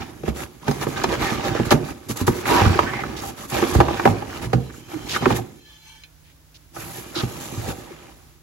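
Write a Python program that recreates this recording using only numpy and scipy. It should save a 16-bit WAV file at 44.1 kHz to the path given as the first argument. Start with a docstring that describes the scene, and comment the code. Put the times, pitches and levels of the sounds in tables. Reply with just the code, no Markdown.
"""Paper scrapes and hisses on cardboard from the start, over faint room air and a hum; thumps and pocks join in.
A clay pan is worked out of a cardboard box packed with moulded paper trays, heard from close by in a kitchen.
Rubbing and scraping are random noise shaped by filters, some of it in one sliding pitch region.
Tray knocks are short noise bursts; box panels and the pan are sums of fading sine waves.
A palm rubs the bare pan so that it rings faintly, then a hand drags the box over the counter."""
import sys
import numpy as np
from scipy import signal
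from scipy.fft import rfft, irfft, next_fast_len
from scipy.io import wavfile
from scipy.ndimage import uniform_filter1d, map_coordinates

SR = 44100
rng = np.random.default_rng(int(sys.argv[2]) if len(sys.argv) > 2 else 0)


def dump(signal):
    """Clip the signal to [-1, 1] and save it as 16-bit WAV at the path in sys.argv[1]."""
    limited = np.clip(np.atleast_2d(signal).T, -1, 1)
    pcm = np.round(limited * 32767).astype(np.int16)
    wavfile.write(sys.argv[1], SR, pcm)


N = 371322
T = np.arange(SR // 2) / SR  # time within one blow, in s


def amp(db):
    """Turn decibels into a plain multiplier."""
    return 10 ** (np.asarray(db) / 20)


def unit(x):
    """Scale a sound to an average (rms) strength of 1."""
    return x / np.sqrt(np.mean(x ** 2) + 1e-20)


def along(points, hz):
    """Read a value between (f/Hz, value) points, with frequency on a log scale."""
    f, v = np.transpose(points)
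    return np.interp(np.log(hz + 1), np.log(f + 1), v)


def level_curve(rows):
    """Join (t/s, level/dB) points into one level per sample, as good as silent outside them."""
    s, db = np.transpose(rows)
    return np.interp(np.arange(N) / SR, s, db, left=-100, right=-100)


def wobble(rate):
    """A smooth random curve with this many random points a second."""
    knots = rng.standard_normal(int(N * rate / SR) + 4)
    return map_coordinates(knots, [np.arange(N) * rate / SR])


def filtered(x, response):
    """Pass x through a filter given as a function of frequency."""
    size = x.shape[-1]
    m = next_fast_len(size + 8192)
    spectrum = rfft(x, m) * response(np.fft.rfftfreq(m, 1 / SR))
    return irfft(spectrum, m)[..., :size]


def coloured(x, spectrum):
    """Shape the tone of x with a spectrum, then scale it to rms 1."""
    return unit(filtered(x, lambda hz: amp(along(spectrum, hz))))


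def resonance(hz, centre, q):
    """Filter that rings at one pitch like a struck object; a higher q rings longer and purer."""
    damping = 1j * hz * centre / q
    return damping / (centre ** 2 - hz ** 2 + damping)


def fade(t60):
    """Dying away of one blow, by 60 dB in t60 seconds."""
    return np.exp(-np.log(1000) * T / t60)


def add(track, s, sound):
    """Mix a sound into a track at time s."""
    part = track[..., max(0, round(s * SR)):][..., :sound.shape[-1]]
    part += sound[..., :part.shape[-1]]


def slips(rate, spread_db, life):
    """Stick-slip rubbing: tiny noise bursts of uneven size at random moments, as a (direct, scattered) pair."""
    sizes = amp(spread_db * np.clip(rng.standard_normal(N), -2, 2))
    jumps = (rng.random(N) < rate / SR) * sizes
    energy = np.abs(signal.fftconvolve(jumps ** 2, fade(life / 2))[:N])
    return unit(np.sqrt(energy) * rng.standard_normal((2, N)))


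def roaming(x, depth_db):
    """The contact point wanders, so each pitch region swells and sinks on its own."""
    z = signal.stft(x, nperseg=1024)[2]
    field = uniform_filter1d(rng.standard_normal(z.shape[1:]), size=5, axis=0)
    field = uniform_filter1d(field, size=9, axis=1)
    return signal.istft(z * amp(depth_db * unit(field)), nperseg=1024)[1][:, :N]


# tone of the room air: (f/Hz, relative level/dB)
AIR_TONE = [(15, -20), (25, -16.5), (55, 1.5), (119, -12.5), (156, -18), (209, -23), (313, -16), (368, -24),
            (2700, -29.5), (8810, -30), (11500, -32.5), (14300, -33), (15500, -25)]
# steady hum of a kitchen appliance: (f/Hz, level/dB)
APPLIANCE_HUM = [(48.4, -68.5), (155, -62), (307, -76)]


def background():
    """Faint noise of room air that rises and sinks a little, and an appliance humming with unsteady sines."""
    hum = np.zeros(N)
    for hz, db in APPLIANCE_HUM:
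        angle = 2 * np.pi * hz * np.arange(N) / SR + .4 * wobble(5.0)
        hum += amp(db) * np.sqrt(2) * np.sin(angle)
    drift_db = 1.5 * wobble(7)
    air = amp(-52.5 + drift_db) * coloured(rng.standard_normal((2, N)), AIR_TONE)
    return air + np.array([hum, np.zeros(N)])


# steady contact while the packed pan works loose: (t/s, friction level/dB)
PULL_FRICTION = [(0.0, -36.5), (0.17, -48.5), (0.67, -54), (0.87, -35.5), (1.39, -27.5), (1.73, -31.5),
                 (1.93, -46.5), (2.15, -48.5), (2.28, -37), (2.67, -25.5), (3.31, -39.5), (3.55, -64),
                 (3.7, -29), (3.91, -29.5), (4.85, -51.5), (5.19, -39.5), (5.24, -26), (5.49, -50.5),
                 (5.6, -58)]
# steady contact while the box is dragged: (t/s, friction level/dB)
DRAG_FRICTION = [(6.7, -80), (6.8, -40.5), (6.924, -46), (7.476, -41), (7.614, -39.5), (7.96, -54.5),
                 (8.112, -55), (8.42, -71.5)]
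# brushing strokes of paper over card, and a few very short bright ticks as trays and pan knock:
# (start t/s, length t/s, scrape level/dB, swell over the stroke level/dB, hiss over scrape level/dB)
STROKES_AND_TICKS = [(0.0, 0.037, -34, -8, -32), (0.239, 0.052, -35, 13, -12), (0.337, 0.1, -34.5, 6, -4.5),
                     (0.606, 0.082, -38, 16.5, -13.5), (0.657, 0.15, -35, -8.5, -4.5),
                     (0.799, 0.033, -28.5, 13, -7), (0.868, 0.077, -37, -8, -0.5),
                     (0.954, 0.096, -25.5, -3, -18.5), (1.077, 0.07, -25.5, 2.5, -14),
                     (1.181, 0.17, -23.5, -2.5, -12.5), (1.426, 0.063, -23.5, 2, -14),
                     (1.54, 0.031, -27.5, 8, -29.5), (1.649, 0.015, -33, -3, 0.5),
                     (1.709, 0.0075, -14.5, 9.5, -9.5), (1.826, 0.087, -36, 2, -7.5),
                     (2.083, 0.029, -32.5, 9, 2), (2.155, 0.02, -35.5, 13, 1.5),
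                     (2.183, 0.032, -30.5, 7, -3.5), (2.265, 0.011, -27.5, 8, 3), (2.28, 0.13, -37.5, 3, 0),
                     (2.444, 0.12, -18.5, 3.5, -11), (2.544, 0.3, -24, -14, -16),
                     (3.197, 0.098, -40, 2.5, 4.5), (3.354, 0.1, -37.5, 1.5, -2.5),
                     (3.469, 0.036, -44, 20, 2.5), (3.507, 0.19, -22.5, -8.5, -10.5),
                     (3.663, 0.053, -36, 2, 1.5), (3.731, 0.064, -29, -17, -3), (3.924, 0.19, -35, 6, -7.5),
                     (4.247, 0.13, -36, 5.5, -9.5), (4.409, 0.047, -31.5, -3, -7),
                     (4.53, 0.0027, -20, 1, -20), (4.712, 0.096, -60, -5, 11.5),
                     (4.877, 0.2, -40, -13, -8.5), (5.034, 0.14, -33, 10, -6.5),
                     (5.233, 0.094, -30.5, 13.5, -12.5), (5.343, 0.029, -28, 2, -3),
                     (6.731, 0.1, -45, -8.5, 1), (6.875, 0.12, -42, 3.5, 2), (7.13, 0.11, -32.5, 3.5, -9.5),
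                     (7.39, 0.068, -51.5, 2, 13.5), (7.624, 0.09, -36.5, 7.5, -3),
                     (7.753, 0.37, -45.5, -5, -21)]
# the bite takes a fixed time, or a share of the length in short strokes; then the release time
STROKE_ATTACK_S, STROKE_ATTACK_SHARE, STROKE_T60_S = 0.041, 0.29, 0.1
FIRM_DB = -32  # friction level of a firm contact
FIRM_HISS_DB, HISS_GROWS = -46.5, 0.41  # hiss at firm contact, and its dB per dB of pull friction
DRAG_SCRAPE_DB, DRAG_FIBRE_DB, DRAG_SHAKE_DB = 3.5, 1, -1  # over the friction of the dragged box
# panel shudder at firm contact, its dB per dB of friction, and how much of the strokes reaches it
SHAKE_DB, SHAKE_GROWS, SHAKE_BY_STROKE_DB = -32.5, 0.81, -6


def friction():
    """Strokes and ticks bite, swell or sink and let go over steady contact; both also shake the panels."""
    pull_db, drag_db = level_curve(PULL_FRICTION), level_curve(DRAG_FRICTION)
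    # energies (squared gains) are added up, and the roots are taken at the end
    pull_hiss_db = FIRM_HISS_DB + HISS_GROWS * (pull_db - FIRM_DB)
    hiss = amp(pull_hiss_db) ** 2 + amp(drag_db + DRAG_FIBRE_DB) ** 2
    strokes = np.zeros(N)
    for s, length, db, swell_db, hiss_db in STROKES_AND_TICKS:
        bite = np.clip(T / min(STROKE_ATTACK_S, STROKE_ATTACK_SHARE * length), 0, 1)
        release = np.exp(-np.log(1000) * np.maximum(T - length, 0) / STROKE_T60_S)
        swell = amp(db + swell_db * (np.minimum(T / length, 1) - .5))
        stroke = swell * bite * release
        add(strokes, s, stroke ** 2)
        add(hiss, s, (stroke * amp(hiss_db)) ** 2)
    scrape = amp(pull_db) ** 2 + amp(drag_db + DRAG_SCRAPE_DB) ** 2 + strokes
    shake = amp(pull_db) ** 2 + amp(drag_db + DRAG_SHAKE_DB) ** 2
    shake = shake + strokes * amp(SHAKE_BY_STROKE_DB) ** 2
    shudder_gain = amp(SHAKE_DB) * (np.sqrt(shake) / amp(FIRM_DB)) ** SHAKE_GROWS
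    return np.sqrt(scrape), np.sqrt(hiss), shudder_gain


# ringing tones of the half-empty box: (f/Hz, Q, relative level/dB)
BOX_HOLLOW = [(332.5, 5.5, 17), (455, 18, 8), (786, 20, 7), (1228, 13, -0.5), (1696, 35, -4),
              (2375, 40, 3.5)]


def hollow(x, ring_db, vary_db, shift):
    """Air and walls of the box ring on; the place of contact sets each tone's strength and tuning."""
    luck = rng.standard_normal((len(BOX_HOLLOW), 2))

    def ringing(hz):
        total = 0
        for (centre, q, db), (loud, sharp) in zip(BOX_HOLLOW, luck):
            gain = amp(ring_db + db + vary_db * loud)
            total = total + gain * resonance(hz, centre * (1 + shift * sharp), q)
        return total

    return x + filtered(x, ringing)


# snags a second, their middle pitch, and the cycles in which each fades by 60 dB
CRACKLE_PER_S, CRACKLE_HZ, CRACKLE_CYCLES = 420, 1400, 13


def crackles():
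    """Ridges of pulp snag and let go, each with its own size and short pitched ring."""
    count = round(CRACKLE_PER_S * N / SR)
    start, phase = rng.random((count, 2)).T[:, :, None]
    pitch, size = np.clip(rng.standard_normal((count, 2)), -2, 2).T[:, :, None]
    hz = CRACKLE_HZ * np.exp(.55 * pitch)
    age = np.arange(420)  # samples since the snag
    cycles = hz * age / SR
    ring = amp(3.7 * size - 60 * cycles / CRACKLE_CYCLES) * hz * (1 - np.exp(-cycles))
    at = ((start * N).astype(int) + age).ravel()
    sides = []
    for shift in (0, phase):
        wave = ring * np.sin(2 * np.pi * (cycles + shift))
        sides.append(np.bincount(at, wave.ravel(), N)[:N])
    return unit(np.array(sides))


# tone of the shuddering panels: (f/Hz, relative level/dB)
SHUDDER_TONE = [(20, -39), (43, -3), (60, -6.5), (105, -3), (130, 0.5), (175, -8.5), (240, -7.5), (330, -5),
                (420, -14), (800, -49)]
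# tone of the scraping trays: (f/Hz, relative level/dB)
SCRAPE_TONE = [(150, -39), (270, -20.5), (335, -1), (420, -4.5), (560, 1.5), (780, 0.5), (950, -0.5),
               (1250, -2.5), (1700, -5.5), (2300, -6), (3200, -8.5), (5500, -14), (8000, -19.5),
               (12000, -63.5)]
# tone of the hissing paper fibres: (f/Hz, relative level/dB)
FIBRE_TONE = [(800, -16.5), (2200, -1), (3400, 3.5), (5000, 1), (7000, 6.5), (9000, 2.5), (11500, 3.5),
              (13500, -6), (16000, 3.5)]
CRACKLE_SHARE = .54  # strength of the crackles beside the scrape


def sliding():
    """Coarse slips shake the panels, finer ones and snagging ridges sound in the trays, countless fibres hiss."""
    scrape_gain, hiss_gain, shudder_gain = friction()
    shudder = coloured(slips(rate=250, spread_db=6.5, life=0.06), SHUDDER_TONE)
    scrape = roaming(slips(rate=2200, spread_db=2.5, life=.02), depth_db=1.9)
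    hiss = roaming(slips(rate=4000, spread_db=3, life=.014), depth_db=2.2)
    scrape = coloured(hollow(scrape, ring_db=-11.5, vary_db=-0.5, shift=0), SCRAPE_TONE)
    scrape = unit(scrape + CRACKLE_SHARE * coloured(crackles(), SCRAPE_TONE))
    grip = amp(.6 * wobble(30))  # the grip is slightly uneven
    moving = shudder_gain * shudder + amp(-2.0) * scrape_gain * scrape
    return grip * (moving + hiss_gain * coloured(hiss, FIBRE_TONE))


# how long the room rings: (f/Hz, time to fade by 60 dB t/s)
ROOM_FADE = [(60, 0.23), (300, 0.61), (2000, 0.038), (12000, 0.19)]


def kitchen(x):
    """The room answers with a short tail from all sides: noise that fades at its own speed for each pitch."""
    hz, t, z = signal.stft(rng.standard_normal((2, len(T))), SR, nperseg=256)
    fading = amp(-60 * t / along(ROOM_FADE, hz)[:, None])
    tail = signal.istft(z * fading, SR, nperseg=256)[1][:, :len(T)] * (1 - fade(0.0022))
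    return signal.fftconvolve(x[:1], tail / np.linalg.norm(tail[0]), axes=1)[:, :N]


# box panels flexing: (t/s, level/dB, panel pitch f/Hz, extra for the upper tones level/dB)
BOX_THUMPS = [(0.233, -22.5, 149, -2), (0.283, -13.5, 76, 5.5), (0.685, -8.5, 144, 1.5),
              (0.871, -15.5, 140, 3.5), (1.042, -23.5, 142, 11.5), (1.105, -26.5, 138, 6),
              (1.598, -12, 124.5, 8), (1.722, -14, 123, 16.5), (1.74, -5.5, 146.7, 0),
              (2.097, -16.5, 118, 7.5), (2.214, -12, 98.4, 5), (2.28, -6, 129.6, 8),
              (2.513, -28, 150.5, 20), (2.618, -3.5, 105, -7.5), (2.663, 0.5, 91.4, -5.5),
              (3.625, -27, 125, 27.5), (3.759, 0.5, 81, -1.5), (3.788, -1.5, 130, -4.5),
              (4.057, -14, 127.5, 11), (4.089, -12.5, 106.5, -7.5), (4.452, -19, 119, -10),
              (4.538, -7.5, 127, -7), (4.94, -43, 124, -17), (5.209, -18, 127, -5),
              (5.261, -15.5, 139, 9.5), (5.31, -13, 117.8, 1.5), (5.385, -24.5, 112.2, 1.5),
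              (7.234, -8.5, 125, -4.5), (7.576, -12, 112.5, -23), (7.681, -16, 103.4, 6)]
# tones of one panel: (ratio to the panel pitch, relative level/dB, basic ring time t/s)
PANEL_TONES = [(.55, -16, 0.26), (1.003, -0.5, 0.24), (1.349, -2, 0.12), (1.8, -5.5, 0.14),
               (2.15, -13, 0.21), (2.618, -2.5, 0.084), (3.599, -13.5, 0.1)]
# how freely panels ring, first packed, then emptied, then held: (t/s, factor on the ring time)
RING_FREEDOM = [(0, 0.68), (3.8, 0.4), (4.1, 1.27), (4.5, 1.37), (5.3, 0.87), (7.2, 0.45)]


def box():
    """Each bump rings a cardboard panel as fading sines; sharper bumps reach its upper tones."""
    out = np.zeros((2, N))
    ratio, mode_db, t60 = np.transpose(PANEL_TONES)[:, :, None]
    upper = np.clip(ratio - 1, 0, 1)
    for s, db, pitch_hz, upper_db in BOX_THUMPS:
        freedom = np.interp(s, *np.transpose(RING_FREEDOM))
        # the upper tones depend on where the panel is hit
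        detune, vary, phase = upper * rng.standard_normal((3, len(PANEL_TONES), 1))
        hz = pitch_hz * ratio * (1 + 0.058 * detune)
        level = amp(db + mode_db + 2 * vary + upper_db * upper)
        size = level * fade(t60 * freedom) * (1 - np.exp(-T / 0.0032))
        sides = [np.sum(size * np.sin(2 * np.pi * hz * T + shift), axis=0)
                 for shift in (0, np.pi / 2 + phase)]
        add(out, s, np.array(sides))
    return out


# paper trays catching and landing: (t/s, level/dB, tone f/Hz)
TRAY_TAPS = [(0.234, -20, 520), (0.279, -14.5, 520), (0.68, -14.5, 860), (0.712, -20, 780),
             (0.813, -27, 1090), (0.835, -23.5, 980), (0.867, -15, 490), (1.04, -9.5, 855),
             (1.124, -18.5, 340), (1.549, -16, 501), (1.598, -17.5, 673), (1.709, -10.5, 765),
             (1.721, -3, 740), (2.278, -10, 930), (2.455, -20.5, 1494), (2.513, -8.5, 350),
             (2.616, -8.5, 738), (2.654, -15.5, 1130), (2.754, -15, 360), (2.79, -2.5, 925),
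             (2.934, -22, 1050), (2.99, -24.5, 875), (3.035, -21, 1183), (3.234, -24, 800),
             (3.624, -14.5, 1210), (3.633, -14.5, 382), (3.75, -12, 606), (3.802, -1, 920),
             (3.808, -2.5, 630), (3.883, -12.5, 850), (3.906, -17.5, 690), (3.97, -28, 1590),
             (3.996, -14, 1091), (4.051, -18.5, 1420), (4.054, -1, 704), (4.061, -4.5, 560),
             (4.074, -5, 790), (4.222, -21.5, 764), (4.532, -9, 600), (4.7, -39, 1470), (4.74, -41.5, 1320),
             (5.161, -14, 1270), (5.222, -18.5, 750), (5.256, -7, 1030), (5.304, -11.5, 765),
             (5.319, -18.5, 886), (5.386, -22.5, 754), (6.763, -32.5, 1430), (6.765, -28.5, 604),
             (7.161, -19, 342), (7.905, -31, 363)]
# level and burst fade time of a typical tap; harder taps die sooner, twice as fast per TAP_HALVES_DB
TAP_REF_DB, TAP_T60_S, TAP_HALVES_DB = 1.5, 0.029, 36.5
CRACK_DB, CRACK_GROWS = -20.5, 1  # the crack of a typical tap, and its dB per dB of the tap
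TAP_DAMP_S = .24  # the packing smothers each tap (fades it by 60 dB in this time)
HOLLOW_SHIFT = .03  # how far the box tones move from blow to blow, as a share


def trays():
    """A tray buckles with a snap and a noise burst: a short pitched pock rings the box, with a dry crack on top."""
    out = np.zeros((2, N))
    size = SR // 6
    soft = signal.butter(2, 2600, fs=SR, output="sos")  # the soft pulp blunts the blow
    for s, db, tone_hz in TRAY_TAPS:
        force_db = db - TAP_REF_DB
        t60 = TAP_T60_S * .5 ** (force_db / TAP_HALVES_DB)
        strength = np.linalg.norm(fade(t60))
        burst = rng.standard_normal((2, size)) * (fade(t60) * (1 - fade(0.011)))[:size]
        burst[0, SR // 800] += .42 * strength  # the snap comes just after the first give
        pock = filtered(signal.sosfilt(soft, burst),
                        lambda hz: resonance(hz, tone_hz, 3.64) * resonance(hz, tone_hz, 0.15))
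        pock = hollow(pock, ring_db=-4, vary_db=2.5, shift=HOLLOW_SHIFT) * fade(TAP_DAMP_S)[:size]
        crack = rng.standard_normal((2, size)) * (fade(1.5 * t60) * (1 - fade(.004)))[:size]
        crack = filtered(crack, lambda hz: resonance(hz, 2500, 1.0))
        for sound, level_db in ((pock, db), (crack, CRACK_DB + CRACK_GROWS * force_db)):
            even = sound / np.linalg.norm(sound, axis=1, keepdims=True)
            add(out, s, amp(level_db) * strength * even)
    return out


# ringing tones of the clay pan: (f/Hz, relative level/dB, time to fade by 60 dB t/s)
CLAY_TONES = [(880, -0.5, .25), (1520, 3, .2), (1740, 0.5, .25), (2280, 3.5, .2), (2464, 0, .25),
              (2630, -2, .2), (3130, 8, .15), (3470, 2, .18), (3540, 4, 0.22), (4095, 8, 0.099),
              (4400, -4.5, .1), (4890, 2, 0.068), (5105, 1, .13), (5450, 0, .09), (6200, 5.5, .06),
              (6960, 3.5, 0.044)]


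def clay(rasp, vary_db):
    """One ring of the pan as fading sines, with a short noisy rasp of the contact itself."""
    hz, db, t60 = np.transpose(CLAY_TONES)[:, :, None]
    modes = amp(db + vary_db * rng.standard_normal(db.shape)) * fade(t60)
    sides = [np.sum(modes * np.sin(2 * np.pi * (hz * T + rng.random(hz.shape))), axis=0)
             for _ in range(2)]
    ring = np.array(sides)
    contact = filtered(rng.standard_normal(ring.shape), lambda f: resonance(f, 3900, 0.43))
    return ring / np.abs(ring).max() + rasp * fade(0.03) * contact


# a palm on the pan: (t/s, rub level/dB)
PALM_RUB = [(4.6, -54.5), (4.85, -52.5), (5.2, -40), (5.45, -71), (5.72, -48.5), (5.8, -53), (5.88, -43),
            (6.0, -52), (6.06, -60.5)]
# nails, fingers and tray edges striking the pan: # (t/s, peak level/dB, brightest f/Hz, fading by 60 dB in t/s)
PAN_TOUCHES = [(0.682, -21, 5500, .03), (0.712, -20.5, 5200, .06), (0.814, -25, 5500, .04),
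               (1.037, -13.5, 6360, .12), (1.041, -17.5, 3480, 0.13), (1.707, -7, 4200, 0.028),
               (1.724, -15, 2800, .06), (3.803, -16.5, 2330, .04), (5.121, -19.5, 3600, .2),
               (6.036, -30.5, 2500, 0.25)]
# skin noise and contact click beside the ring; how narrowly a touch picks its tones
RUB_RASP, TOUCH_CLICK, TOUCH_Q = 0.54, 0.75, 2.1


def pan():
    """Skin rasps on unglazed clay, waking now these tones, now those; a touch rings those near its brightness."""
    muted = clay(RUB_RASP, vary_db=3.5) * fade(.2)  # the palm damps the clay
    rub = signal.fftconvolve(rng.standard_normal((2, N)), muted, axes=1)[:, :N]
    rub = roaming(rub, depth_db=3.4)
    clock = np.arange(N) + 10 * wobble(14)  # the shifting grip bends the tones a little
    bent = np.array([np.interp(clock, np.arange(N), side) for side in rub])
    out = amp(level_curve(PALM_RUB)) * unit(bent)
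    for s, db, bright_hz, t60 in PAN_TOUCHES:
        ring = clay(TOUCH_CLICK, vary_db=2.5) * fade(t60)
        ring = filtered(ring, lambda hz: resonance(hz, bright_hz, TOUCH_Q))
        add(out, s, amp(db) * ring / np.abs(ring).max())
    return out


# rubs in one pitch region: edge squeaks and groans, soft brushes, a hand hissing on cardboard,
# the box juddering on the counter:
# (t/s, length t/s, middle f/Hz, glide as a share of it, Q, level before the soft ends/dB)
PITCHED_RUBS = [(1.2, 0.12, 1870, -.2, 9.4, -32), (2.468, 0.16, 957, 0.04, 17, -21.5),
                (2.565, 0.07, 1750, -0.1, 4, -27), (2.854, 0.061, 1645, 0.13, 7, -30.5),
                (2.916, 0.12, 2045, -0.07, 12, -32), (3.16, 0.052, 3840, 0.046, 0.51, -37),
                (3.224, 0.096, 770, 0.082, 9.7, -37), (4.93, 0.05, 313, -0.04, 40, -29),
                (5.08, .1, 3600, 0, .69, -29.5), (5.135, .04, 1700, -.2, 2.2, -26.5),
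                (6.234, .1, 2600, 0, 1, -59.5), (6.541, .035, 3980, 0.043, 1.2, -49),
                (6.746, .32, 11300, -0.12, 1.8, -43.5), (6.793, 0.06, 2434, 0.19, 3.1, -44.5),
                (7.145, 0.081, 1347, 0.063, 4.5, -37), (7.148, 0.07, 3780, -0.16, 3, -28.5),
                (7.616, 0.14, 760, 0.097, 15, -38.5), (6.8, .14, 124.3, 0, 5.4, -41.5),
                (7.22, 0.17, 124, 0, 5, -38.5), (7.53, .23, 108, -.1, 2.3, -35)]
SING_Q = 12  # from this Q up a rub locks into a steady squeak or groan


def pitched_rubs():
    """Rubbing noise rings in one pitch region that may slide; the narrower it is, the more evenly it sings."""
    out = np.zeros((2, N))
    chatter = slips(rate=2000, spread_db=2.5, life=.012)
    for s, length, tone_hz, glide, q, db in PITCHED_RUBS:
        size = round(length * SR)
        rub = filtered(chatter[:, round(s * SR):][:, :2 * size],
                       lambda hz: resonance(hz, tone_hz, q) * resonance(hz, tone_hz, 0.92))
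        loudness = np.abs(signal.hilbert(rub)) + 1e-9
        rub = rub / loudness ** min(q / SING_Q, 1)  # even out the ups and downs
        # reading the sound at a changing speed slides its pitch
        clock = size / 2 + np.cumsum(1 + glide * np.linspace(-.5, .5, size))
        rub = np.array([map_coordinates(side, [clock]) for side in rub])
        add(out, s, amp(db) * signal.windows.tukey(size, 1 / 3) * unit(rub))
    return out


# how alike the two microphones hear: (f/Hz, likeness, held between 0 and 1 when used)
MIC_ALIKE = [(60, 0.5), (130, 0.9), (300, 0.63), (700, 0.15), (1500, 0.52), (3000, 0), (6000, 0.15),
             (8500, 0.86), (16000, 35.5)]
# how far the left microphone leads: (f/Hz, phase in radians)
MIC_LEAD = [(0, 0), (700, -.4), (1300, -.3), (2300, -1), (4700, -.8), (7100, 1.9), (9000, 3.14),
            (11700, 6.28), (14400, 9.42), (16000, 10.6)]
# balance of the microphones: (f/Hz, left minus right level/dB)
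MIC_LEAN = [(60, -3.5), (400, -4.2), (2000, -2.5), (8000, 0)]


def scene():
    """Direct and scattered sound reach two microphones, with a phase lead that turns with frequency."""
    near = sliding() + pitched_rubs() + trays() + box() + pan()
    field = near + amp(-11.0) * kitchen(near) + background()

    def split(hz):
        turn = np.arccos(np.clip(along(MIC_ALIKE, hz), 0, 1)) / 2
        return np.array([np.cos(turn), np.sin(turn)])

    def left_right(hz):
        half = amp(along(MIC_LEAN, hz) / 2) * np.exp(.5j * np.interp(hz, *np.transpose(MIC_LEAD)))
        return np.array([half, 1 / half])

    direct, scattered = filtered(field, split)
    return filtered(np.array([direct + scattered, direct - scattered]), left_right)


TOP_HZ = 15800  # band limit


def record(dry):
    """The deepest bass rolls off, the loudest knocks flatten, and nothing passes above the band limit."""
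    x = signal.sosfilt(signal.butter(4, 48, "high", fs=SR, output="sos"), dry)
    flattened = x / (1 + x ** 6) ** (1 / 6)
    return filtered(flattened, lambda hz: hz < TOP_HZ)


dry = scene()
out = record(dry)
dump(out)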